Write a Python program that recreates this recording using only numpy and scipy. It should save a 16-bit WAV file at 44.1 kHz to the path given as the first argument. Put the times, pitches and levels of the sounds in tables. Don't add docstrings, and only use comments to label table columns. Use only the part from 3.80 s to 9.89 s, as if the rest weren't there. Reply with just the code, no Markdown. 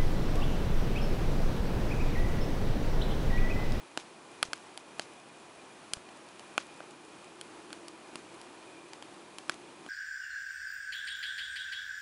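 import sys
import numpy as np
from scipy.fft import rfft, irfft, next_fast_len
from scipy.io import wavfile
from scipy.ndimage import map_coordinates

SR = 44100
rng = np.random.default_rng(int(sys.argv[2]) if len(sys.argv) > 2 else 0)


def to_wav(s):
    ch = np.atleast_2d(s).T
    pcm = np.round(np.clip(ch, -1, 1) * 32767)
    wavfile.write(sys.argv[1], SR, pcm.astype(np.int16))


N = 268524

# frequency_hz, gain_db
RUSH_EQ = [(15, -63), (25, -37), (81, -22), (145, -11.5), (280, -7.5), (335, -4), (490, -9), (999, -8.5),
           (1460, -14), (2250, -18), (2430, -17.5), (2830, -17.5), (5490, -24.5), (10100, -26),
           (10900, -27.5), (14200, -139), (22000, -120)]
# low_hz, high_hz
BURST_BANDS = [(150, 800), (800, 2000), (2000, 5500), (5500, 11000)]
# frequency_hz, gain_db
HOLLOW_EQ = [(30, -24), (130, -5.5), (290, 2), (420, -3.5), (660, 5.5), (950, 9), (1550, 8), (1880, 0),
             (2350, 0.5), (3050, 1), (3700, -5.5), (4500, 2), (5900, -5), (7400, 1.5), (8700, -1.5),
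             (10300, 0)]
# frequency_hz, gain_db
ECHO_EQ = [(100, -25), (700, -7), (1500, -4.5), (3000, -3.5), (6500, 5), (11000, -2)]
# start_s, level_db, brightness_db_per_octave, pitch_hz, ground_delay_s
CRACK_CUES = [(0.175, 4, -1, 1150, 0.00091), (0.976, -7, 2, 800, 0.00072),
              (1.196, 2.5, -0.7, 4630, 0.00084), (2.1356, 1, 5, 4900, 0.0011),
              (2.1706, -17.5, -4, 5200, 0.00113), (2.2897, -18, -3.5, 2550, 0.00083),
              (2.488, -26, 4, 5500, 0.00081), (2.5954, -15.5, 1.5, 2780, 0.00118),
              (3.6125, -11, 4.5, 3220, 0.0011), (3.9053, -15, -3, 1300, 0.001),
              (3.9296, -7.1, 1, 1520, 0.00104), (4.0832, -12.7, 3, 3500, 0.0012),
              (4.3568, -5, 0.1, 1400, 0.00129), (4.615, -18, 3, 2700, 0.0011),
              (5.1342, -9.5, -0.1, 1100, 0.00073), (5.2253, -11.5, -0.2, 3270, 0.00072),
              (5.5851, -7.5, 1.5, 3400, 0.0014), (6.0635, -13, -3.5, 850, 0.0011)]
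# peak_s, level_db
THUD_CUES = [(0.628, -41), (0.654, -45), (0.6864, -41), (2.137, -41), (2.172, -36)]
# start_s, level_db, brightness_db_per_octave, pitch_hz
KNOCK_CUES = [(0.6288, 11.5, 2, 2000), (0.7328, 4, 0.7, 2170), (2.7794, 10, -1, 2780),
              (3.005, -11.5, -6.5, 655), (5.6961, 7.5, -0.5, 1650)]

BAND_CENTRES_HZ = np.sqrt(np.prod(BURST_BANDS, axis=1))


def amp(db):
    return 10 ** (np.asarray(db) / 20)


def unit_rms(x):
    return x / np.sqrt(np.mean(x ** 2) + 1e-20)


def eq_db(points, hz):
    points_hz, gains_db = np.transpose(points)
    return np.interp(np.log(hz + 1), np.log(points_hz + 1), gains_db)


def wobble(rate_hz):
    knots = rng.standard_normal(int(N * rate_hz / SR) + 4)
    return map_coordinates(knots, [np.arange(N) * rate_hz / SR])


def filtered(x, response):
    size = next_fast_len(len(x) + SR // 10)
    return irfft(rfft(x, size) * response(np.fft.rfftfreq(size, 1 / SR)), size)[:len(x)]


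def causal(gain):
    cepstrum = irfft(np.log(np.maximum(gain, 1e-6)))
    half = len(cepstrum) // 2
    cepstrum[1:half] *= 2
    cepstrum[half + 1:] = 0
    return np.exp(rfft(cepstrum))


def noise_band(centre_hz, width_hz):
    noise = rng.standard_normal(N)
    return unit_rms(filtered(noise, lambda hz: 1 / (1 + ((hz - centre_hz) / width_hz) ** 2)))


def add(track, start_s, sound):
    start = int(np.clip(round(start_s * SR), 0, N - 1))
    track[start:start + len(sound)] += sound[:N - start]


def flames(level_db=-52.5, flutter_db=0.66):
    rush = unit_rms(filtered(rng.standard_normal(N), lambda hz: amp(eq_db(RUSH_EQ, hz))))
    return rush * amp(level_db + flutter_db * wobble(rate_hz=9))


def sizzle(pitch_hz=2440, width_hz=80, level_db=-67, waver_db=1.8):
    return noise_band(pitch_hz, width_hz) * amp(level_db + waver_db * wobble(rate_hz=4.45))


def drone(pitch_hz=338, width_hz=34, level_db=-58, waver_db=0.8, full_s=3.74, rise_db_per_s=5):
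    swell_db = rise_db_per_s * np.minimum(np.arange(N) / SR - full_s, 0)
    return noise_band(pitch_hz, width_hz) * amp(level_db + swell_db + waver_db * wobble(rate_hz=4.69))


def burst(ground_delay_s, pitch_hz, levels_db, ground_gain=0.55, splinter_db=5, splinter_octaves=0.19,
          scatter_gain=1.03, scatter_hz=6000, ring_gain=0.32, size=2048):
    t, hz = np.arange(size) / SR, np.fft.rfftfreq(size, 1 / SR)

    def noise_tail(t60_s):
        return rfft(unit_rms(rng.standard_normal(size) * amp(-60 * t / t60_s))) / np.sqrt(size)

    spike = scatter_gain * hz / (hz + scatter_hz) * noise_tail(t60_s=0.0024) - 1
    comb = 1 - ground_gain * np.exp(-2j * np.pi * hz * ground_delay_s)
    ring = ring_gain * noise_tail(t60_s=0.026)
    peak_db = splinter_db / (1 + (np.log2((hz + 1) / pitch_hz) / splinter_octaves) ** 2)
    spectrum = (spike * comb + ring) * causal(amp(eq_db(HOLLOW_EQ, hz) + peak_db))
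    band_power = [np.mean(abs(spectrum[(hz > low) & (hz < high)]) ** 2) for low, high in BURST_BANDS]
    colour = list(zip(BAND_CENTRES_HZ, levels_db - 10 * np.log10(band_power)))
    return irfft(spectrum * causal(amp(eq_db(colour, hz))))


def ticks(count=45, level_db=-31, spread_db=5, max_db_per_band=5, ground_delay_s=0.00092, pitch_hz=3000):
    track = np.zeros(N)
    for when, strength, dullness, size in rng.uniform(size=(count, 4)):
        rolloff_db = max_db_per_band * dullness * np.arange(len(BURST_BANDS))
        levels_db = level_db + spread_db * strength ** 2 - rolloff_db
        add(track, when * N / SR, burst(ground_delay_s, pitch_hz * 2 ** (0.5 - size), levels_db))
    return track


def surroundings(levels_db, t60_s=0.11, rise_s=0.023, slap_s=0.0245, slap_db=-7):
    t = np.arange(SR // 4) / SR
    swell = 1 / (1 + np.exp(np.clip((rise_s - t) / 0.0065, -50, 50)))
    spray = unit_rms(rng.standard_normal(len(t)) * swell * amp(-60 * t / t60_s)) / np.sqrt(len(t))
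    spray[round(slap_s * SR)] += amp(slap_db)
    colour = list(zip(BAND_CENTRES_HZ, levels_db))
    return filtered(spray, lambda hz: amp(eq_db(colour, hz) + eq_db(ECHO_EQ, hz)))


def pop(start_s, level_db, brightness, pitch_hz, ground_delay_s, colour_db, echo_db, pivot_hz=2000):
    track = np.zeros(N)
    tilt_db = brightness * np.log2(BAND_CENTRES_HZ / pivot_hz)
    levels_db = level_db + np.array(colour_db) + tilt_db
    send_db = echo_db - 2 * brightness
    add(track, start_s, burst(ground_delay_s, pitch_hz, levels_db))
    add(track, start_s, amp(send_db) * surroundings(levels_db))
    return track


def cracks(colour_db=(2.5, -3.5, -1.5, -12.5), echo_db=-15):
    return sum(pop(*cue, colour_db, echo_db) for cue in CRACK_CUES)


def thuds(width_s=0.0005):
    t = np.arange(N) / SR
    return -sum(amp(db) * np.exp(-0.5 * ((t - peak_s) / width_s) ** 2) for peak_s, db in THUD_CUES)


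def knocks(ground_delay_s=0.001045, colour_db=(-6.5, 0, -4, -16.5), echo_db=-17.5):
    return sum(pop(*cue, ground_delay_s, colour_db, echo_db) for cue in KNOCK_CUES)


def scene():
    return (knocks() + cracks() + ticks() + thuds() + sizzle() + flames() + drone())[None]


def record(dry, cutoff_hz=11060):
    return np.array([filtered(channel, lambda hz: 1 / np.sqrt(1 + (hz / cutoff_hz) ** 300))
                     for channel in dry])


dry = scene()
out = record(dry)
to_wav(out)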